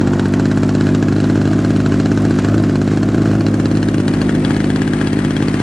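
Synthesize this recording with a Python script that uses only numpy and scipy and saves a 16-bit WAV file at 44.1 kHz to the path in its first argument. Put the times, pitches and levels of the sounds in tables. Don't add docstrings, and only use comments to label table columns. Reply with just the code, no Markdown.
import sys
import numpy as np
from scipy.fft import rfft, irfft, next_fast_len
from scipy.io import wavfile
from scipy.ndimage import map_coordinates

SR = 44100
rng = np.random.default_rng(int(sys.argv[2]) if len(sys.argv) > 2 else 0)


def store_wav(level_fs):
    pcm = np.round(np.clip(np.atleast_2d(level_fs), -1, 1) * 32767)
    wavfile.write(sys.argv[1], SR, pcm.T.astype(np.int16))


N = 247842
TURN_HZ = 51.5


def amp(db):
    return 10 ** (np.asarray(db) / 20)


def unit(x):
    return x / np.sqrt(np.mean(x ** 2) + 1e-20)


def along(points, hz):
    f, v = np.transpose(points)
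    return np.interp(np.log(hz + 1), np.log(f + 1), v)


def curves(rows):
    time_s, *cols = np.transpose(rows)
    return [np.interp(np.arange(N) / SR, time_s, c) for c in cols]


def filtered(x, response):
    size = next_fast_len(N + SR // 4)
    hz = np.fft.rfftfreq(size, 1 / SR)
    return irfft(rfft(x, size) * response(hz), size)[..., :N]


def noise(spectrum):
    # (frequency [Hz], correlation [-1 to 1])
    alike = [(100, 0.99), (300, .998), (600, 0.89), (1200, 0.54), (2500, 0.49), (4500, 0.55), (8000, 0.16),
             (13000, 0.2)]

    def mid_side(hz):
        turn_rad = np.arccos(np.clip(along(alike, hz), -1, 1)) / 2
        return amp(along(spectrum, hz)) * [np.cos(turn_rad), np.sin(turn_rad)]

    mid, side = filtered(rng.standard_normal((2, N)), mid_side)
    return unit(np.array([mid + side, mid - side]))


def viewed(front, aside, position):
    share = np.clip(position, 0, 1)
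    return np.sqrt(1 - share) * noise(front) + np.sqrt(share) * noise(aside)


def place(times_s, shapes):
    start = np.round(times_s * SR).astype(int)
    index = start[:, None] + np.arange(shapes.shape[1])
    inside = (index >= 0) & (index < N)
    return np.bincount(index[inside], shapes[inside], N)


def swell(attack_s, t60_s):
    t = np.arange(SR // 12) / SR
    return (1 - np.exp(-t / attack_s)) * amp(-60 * t / t60_s)


def ring(hz, t60_s, attack_s, detune):
    t = np.arange(SR // 12) / SR
    return np.sin(2 * np.pi * hz * (1 + detune) * t) * swell(attack_s, t60_s)


def shaft(fired_s, coast_s=.00008):
    turns_s = [fired_s[:1] - 1 / TURN_HZ]
    for start, end in zip(fired_s, fired_s[1:]):
        count = max(1, round((end - start) * TURN_HZ))
        k = np.arange(count)
        even = start + (end - start) * k / count
        turns_s.append(even - coast_s * k * (count - k))
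    run_out = fired_s[-1] + np.arange(4) / TURN_HZ
    return np.concatenate(turns_s + [run_out])


def firings():
    # (first firing [s], last firing [s], interval [turns], strength before wait gain [dB])
    spells = [(0.0114, 0.2554, 3, -0.5), (0.337, 0.8675, 3, 0.3), (.8883, 0.9475, 3, 1),
              (1.0255, 1.0834, 3, 0), (1.1236, 1.2012, 2, -3), (1.241, 1.3553, 3, -1),
              (1.375, 1.4536, 2, -1), (1.4739, 1.7618, 3, -1), (1.8012, 1.92, 3, 0), (1.9406, 2.1741, 3, 0),
              (2.2507, 2.3074, 3, -0.5), (2.3868, 2.4458, 3, 0.5), (2.485, 2.5422, 3, -1),
              (2.5792, 2.6368, 3, -0.5), (2.6949, 2.875, 3, -1.5), (2.9149, 3.1443, 3, -1),
              (3.1802, 3.2562, 2, -1.5), (3.2744, 3.3516, 2, -2), (3.4068, 3.4647, 3, -2),
              (3.4834, 4.0001, 3, 0), (4.0795, 4.137, 3, 1), (4.2147, 4.292, 4, 0.5),
              (4.3492, 4.4477, 5, 1), (4.5059, 4.5643, 3, 0), (4.6028, 4.6415, 2, 0.5),
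              (4.701, 4.9339, 3, 0.5), (5.0125, 5.5996, 3, 0)]
    early_near_s = [1.182, 1.5122, 2.5986, 2.9342, 3.3318, 3.7519, 3.9804, 4.5447, 5.1687, 5.4042]
    usual_wait_turns, gain_db_per_doubled_wait, early_strength_db = 3, 2.5, -6.5
    fired_s, spell_db = [], []
    for first, last, every, db in spells:
        count = round((last - first) * TURN_HZ / round(every)) + 1
        fired_s.append(np.linspace(first, last, count))
        spell_db.append(np.full(count, db))
    fired_s = np.concatenate(fired_s)
    before_s = fired_s[0] - usual_wait_turns / TURN_HZ
    wait_turns = np.diff(fired_s, prepend=before_s) * TURN_HZ
    wait_gain_db = gain_db_per_doubled_wait * np.log2(wait_turns / usual_wait_turns)
    strength_db = np.concatenate(spell_db) + wait_gain_db
    turns_s = shaft(fired_s)
    nearest = np.abs(turns_s[:, None] - early_near_s).argmin(axis=0)
    early_s = turns_s[nearest]
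    early_db = np.full(len(early_s), early_strength_db)
    return turns_s, np.append(fired_s, early_s), np.append(strength_db, early_db)


def excited(law, strength_db, position, scatter_db):
    *view_db, slope = law
    scatter = scatter_db * rng.standard_normal(len(position))
    return np.interp(position, [0, .5, 1], view_db) + slope * strength_db + scatter


def muffler(times_s, db, modes, attack_s, scatter_db, drift):
    heat = rng.standard_normal((len(times_s), 1))
    rings = sum(strength * ring(hz, t60_s, attack_s, drift * heat) for hz, strength, t60_s in modes)
    return place(times_s, amp(db[:, None] + scatter_db * heat) * rings)


def puffs(turns_s, puff_db):
    # (mode [Hz], signed relative strength, t60 [s])
    puff_modes = [(133.3, -0.15, 0.11), (243.3, 0.96, 0.026), (316.6, -1.128, 0.03116),
                  (327.55, 0.753, 0.058), (457.5, 0.019, 0.079), (663, 0.0285, 0.03)]
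    db = np.interp(turns_s, np.arange(N) / SR, puff_db)
    return muffler(turns_s + 0.002128, db, puff_modes, attack_s=0.00093, scatter_db=1.0, drift=0.0082)


def thumps(fired_s, strength_db, position):
    # (mode [Hz], signed relative strength, t60 [s])
    thump_modes = [(111, -0.37, 0.033), (237.8, 0.95, 0.032), (294.2, -0.35, 0.066), (361.6, -0.5, 0.037),
                   (554, 0.023, 0.039), (755, -0.098, 0.016)]
    # (in front [dB], halfway round [dB], aside [dB], slope [dB per dB of strength])
    thump_law = (1.94, 1.14, 0.22, 0.18)
    db = excited(thump_law, strength_db, position, scatter_db=0.28)
    return muffler(fired_s + 0.00027, db, thump_modes, attack_s=0.0006, scatter_db=0.62, drift=0.0063)


def metal(times_s, db, position, modes, attack_s, scatter_db, drift, spread_db):
    out = np.zeros((2, N))
    for k, (hz, front_db, aside_db, t60_s) in enumerate(modes):
        chance = rng.standard_normal((len(times_s), 3))
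        view_db = front_db + position * (aside_db - front_db)
        level_db = db + view_db + scatter_db * chance[:, 0]
        sign = (-1) ** (k + 1)
        rings = sign * ring(hz, t60_s, attack_s, drift * chance[:, 1:2])
        for channel, side in enumerate((1, -1)):
            gain = amp(level_db + side * spread_db * chance[:, 2])
            out[channel] += place(times_s, gain[:, None] * rings)
    return out


def bark(fired_s, strength_db, position):
    # (mode [Hz], relative level in front [dB], relative level aside [dB], t60 [s])
    shell_modes = [(650, -23, -54, 0.052), (994, -24, -31, 0.011), (1420, -11.5, -22, 0.014),
                   (1635, -17, -15, 0.02), (1860, -55, -20.5, 0.024)]
    # (in front [dB], halfway round [dB], aside [dB], slope [dB per dB of strength])
    bark_law = (-1.5, -4.5, -1, 0.84)
    db = excited(bark_law, strength_db, position, scatter_db=0.7)
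    return metal(fired_s - .0004, db, position, shell_modes,
                 attack_s=0.00073, scatter_db=1.05, drift=0.023, spread_db=-2.0)


def fins(fired_s, strength_db, position):
    # (mode [Hz], relative level in front [dB], relative level aside [dB], t60 [s])
    fin_modes = [(2510, -35.5, -33, 0.018), (2956, -31, -29.5, 0.021), (4065, -24, -27, 0.017),
                 (4410, -26.5, -22.5, 0.011), (5060, -27, -27, 0.01), (7680, -28.5, -69, 0.012)]
    # (in front [dB], halfway round [dB], aside [dB], slope [dB per dB of strength])
    fin_law = (-1.7, 2, 0, 0.7)
    db = excited(fin_law, strength_db, position, scatter_db=2.45)
    return metal(fired_s + 0.000875, db, position, fin_modes,
                 attack_s=0.00053, scatter_db=0.0, drift=0.029, spread_db=0.5)


def ping(fired_s, strength_db, position):
    # (mode [Hz], relative level in front [dB], relative level aside [dB], t60 [s])
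    ping_modes = [(3310, -19, -21, 0.033)]
    # (in front [dB], halfway round [dB], aside [dB], slope [dB per dB of strength])
    ping_law = (-18.5, -21, -2.5, 2)
    db = excited(ping_law, strength_db, position, scatter_db=2.2)
    return metal(fired_s + 0.00099, db, position, ping_modes,
                 attack_s=0.00045, scatter_db=3.4, drift=0.009, spread_db=3.0)


def crack(fired_s, strength_db, fired_position, position):
    # (frequency [Hz], relative density [dB per Hz])
    crack_front = [(500, 3), (1400, 4), (2100, -2.5), (2700, -0.5), (3500, -10), (4400, -15.5),
                   (5800, -7.5), (7600, -8.5), (8500, -18.5), (10500, -24.5), (11300, -34), (13500, -35),
                   (15800, -40)]
    crack_aside = [(500, 6), (1800, 1), (2400, -3.5), (3000, -0.5), (3700, -19), (4500, -14.5),
                   (6200, -8.5), (8000, -11), (10300, -13.5), (11400, -28.5), (13500, -28), (15800, -34)]
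    # (in front [dB], halfway round [dB], aside [dB], slope [dB per dB of strength])
    crack_law = (1.6, 1.1, 2.4, 1.22)
    size = amp(excited(crack_law, strength_db, fired_position, scatter_db=0.87))[:, None]
    leak = amp(-35) * swell(attack_s=0.0015, t60_s=0.048)
    burst = amp(-16.5) * swell(attack_s=0.0004, t60_s=0.005)
    hiss = amp(-26.5) * swell(attack_s=0.0022, t60_s=0.06)
    flow = place(fired_s - .004, size * leak) + place(fired_s + 0.00081, size * (burst + hiss))
    return flow * viewed(crack_front, crack_aside, position)


def propeller(angle_turns, hum_db, churn_db, blade_lead_turns=0.22):
    # (frequency [Hz], relative density [dB per Hz])
    churn_spectrum = [(20, -2), (50, 2), (80, -5), (200, 6), (350, -9.5), (530, -5), (600, -9.5),
                      (690, -11), (800, -16), (1300, -55)]
    blades = amp(hum_db + 1.66) * np.cos(4 * np.pi * (angle_turns + blade_lead_turns))
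    once_a_turn = amp(-28.5) * np.sin(2 * np.pi * angle_turns)
    return blades + once_a_turn + amp(churn_db - 27.0) * noise(churn_spectrum)


def roar(angle_turns, hum_db, load=1.0, pulse_db=3):
    # (frequency [Hz], relative density [dB per Hz])
    roar_spectrum = [(300, -24), (450, -7.5), (530, -1), (590, -1.5), (680, 2), (780, -16), (900, -30),
                     (1050, -6.5), (1500, -10.5), (2500, -32), (4000, -43.5)]
    pulse = pulse_db * np.cos(2 * np.pi * (angle_turns - .2))
    return amp(-34.5 + load * (hum_db + 20.5) + pulse) * noise(roar_spectrum)


def intake(turns_s, opens_s=0.0071):
    # (frequency [Hz], relative density [dB per Hz])
    intake_spectrum = [(2000, -12), (4500, -2), (7500, 0), (9000, 8), (10500, 3), (11300, -16),
                       (13500, -25), (15800, -35)]
    scatter_db = 3.5 * rng.standard_normal((len(turns_s), 1))
    gulps = amp(-35.0 + scatter_db) * swell(attack_s=0.0014, t60_s=0.012)
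    return place(turns_s + opens_s, gulps) * noise(intake_spectrum)


def wash(angle_turns, wash_db, position, chop_db=0.7, throb_db=2.5, gust_db=1.1):
    # (frequency [Hz], relative density [dB per Hz])
    wash_front = [(400, -11), (680, 3.5), (900, -2.5), (1500, 0.5), (2200, -7), (3500, -11), (4500, -12),
                  (6200, -14.5), (7600, -14.5), (8400, -24), (10500, -29), (11200, -38.5), (13500, -47),
                  (15800, -56)]
    wash_aside = [(400, 2.5), (750, 1), (1100, 0), (1900, 0.5), (2600, -5.5), (4200, -11.5), (5200, -15),
                  (7200, -19.5), (8900, -12), (10400, -29.5), (11300, -30), (13500, -44), (15800, -60)]
    chop = chop_db * np.cos(4 * np.pi * (angle_turns + 0.16))
    throb = throb_db * np.cos(2 * np.pi * (angle_turns + 0.24))
    gusts = gust_db * map_coordinates(rng.standard_normal(400), [angle_turns / 4])
    return amp(wash_db - 31.5 + chop + throb + gusts) * viewed(wash_front, wash_aside, position)


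def cowl(angle_turns, start_db=-33.5, fade_db_per_s=11, throb_db=3):
    # (frequency [Hz], relative density [dB per Hz])
    cowl_spectrum = [(400, -27), (700, -8), (930, 4), (1200, -7), (1900, -9.5), (2600, -33), (5000, -50)]
    t = np.arange(N) / SR
    throb = throb_db * np.cos(2 * np.pi * (angle_turns - .15))
    return amp(start_db - fade_db_per_s * t + throb) * noise(cowl_spectrum)


def surroundings(x, position, sway_s=0.0002):
    # (delay in front [s], delay aside [s], level [dB])
    bounces = [(.0021, 0.0024, -19), (.0046, 0.0061, -18), (.0078, .0095, -15.5)]
    t = np.arange(N) / SR
    out = x
    for front_s, aside_s, db in bounces:
        wander = map_coordinates(rng.standard_normal(20), [2 * t])
        delay_s = front_s + position * (aside_s - front_s) + sway_s * wander
        echo = np.array([map_coordinates(channel, [(t - delay_s) * SR]) for channel in x])
        out = out + amp(db) * echo
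    return out


def ports(x, position, shade_power=2.8):
    # (frequency [Hz], left minus right [dB])
    left_tilt = [(300, 0.5), (540, 1.5), (1130, 12), (2360, 7.5), (4930, 3.3), (10300, -1), (13000, -2)]
    # (frequency [Hz], relative density [dB per Hz])
    buffet_spectrum = [(20, 6), (60, -2), (120, -3), (300, -14), (600, -35), (1500, -75)]
    lead_front_s, lead_aside_s, buffet_db_aside = .000002, .000045, -58.5
    half_lead = (lead_front_s + position * (lead_aside_s - lead_front_s)) * SR / 2
    heard = np.array([map_coordinates(channel, [np.arange(N) + side * half_lead], order=5)
                      for channel, side in zip(x, (1, -1))])

    def tilt(hz):
        return 1 + np.outer([1, -1], np.tanh(np.log(amp(along(left_tilt, hz))) / 2))

    draught = filtered(rng.standard_normal((2, N)), lambda hz: amp(along(buffet_spectrum, hz)))
    buffet = amp(buffet_db_aside) * unit(draught)
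    turned = np.clip(position, 0, 1) ** shade_power
    return (1 - turned) * heard + turned * (filtered(heard, tilt) + buffet)


def scene():
    # (time [s], relative puff level [dB], relative churn level [dB], relative wash level [dB], position [0-1])
    run = [(0, 1, 5, -3.5, 0), (.6, 2.5, -3.5, -2.5, 0), (1.5, 2, 0, -2.5, 0.094),
           (2.6, 1.5, -0.5, -2.5, 0), (3.3, 1, 2, -3, 0.103), (3.9, .5, 2, -3, 0.687),
           (4.5, 1.5, 3.5, 1, 0.866), (5.1, 0, -5.5, 0.5, 0.99), (5.62, 0.5, -1, 1, .84)]
    # (time [s], relative level [dB])
    hum_levels = [(0.05, -24), (0.08, -21.5), (1.69, -19), (2.06, -21.5), (2.24, -17), (2.38, -24),
                  (2.52, -14), (2.76, -22.5), (3.31, -17.5), (4.46, -26), (4.55, -27.5), (4.72, -26.5),
                  (5.5, -27.5), (5.55, -26)]
    puff_db, churn_db, wash_db, position = curves(run)
    hum_db, = curves(hum_levels)
    t = np.arange(N) / SR
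    turns_s, fired_s, strength_db = firings()
    angle_turns = np.interp(t, turns_s, np.arange(len(turns_s)))
    fired_position = np.interp(fired_s, t, position)
    firing = (fired_s, strength_db, fired_position)
    low = puffs(turns_s, puff_db) + thumps(*firing)
    low = low + roar(angle_turns, hum_db) + propeller(angle_turns, hum_db, churn_db)
    bright = bark(*firing) + fins(*firing) + crack(*firing, position)
    bright = bright + intake(turns_s) + wash(angle_turns, wash_db, position) + cowl(angle_turns)
    return ports(low + ping(*firing) + surroundings(bright, position), position)


def record(dry, low_cut_hz=42, top_hz=15800, push_ceiling=0.72, pull_ceiling=1.0, hardness=6):
    # (time [s], stereo width [0-1])
    image_width = [(3.02, .01), (3.3, 0.15), (3.6, 1)]
    width, = curves(image_width)
    mid = dry.mean(axis=0)
    image = mid + width * (dry - mid)
    x = filtered(image, lambda hz: hz ** 4 / (hz ** 4 + low_cut_hz ** 4))
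    ceiling = np.where(x > 0, push_ceiling, pull_ceiling)
    x = x / (1 + np.abs(x / ceiling) ** hardness) ** (1 / hardness)
    return filtered(x, lambda hz: hz < top_hz)


dry = scene()
out = record(dry)
store_wav(out)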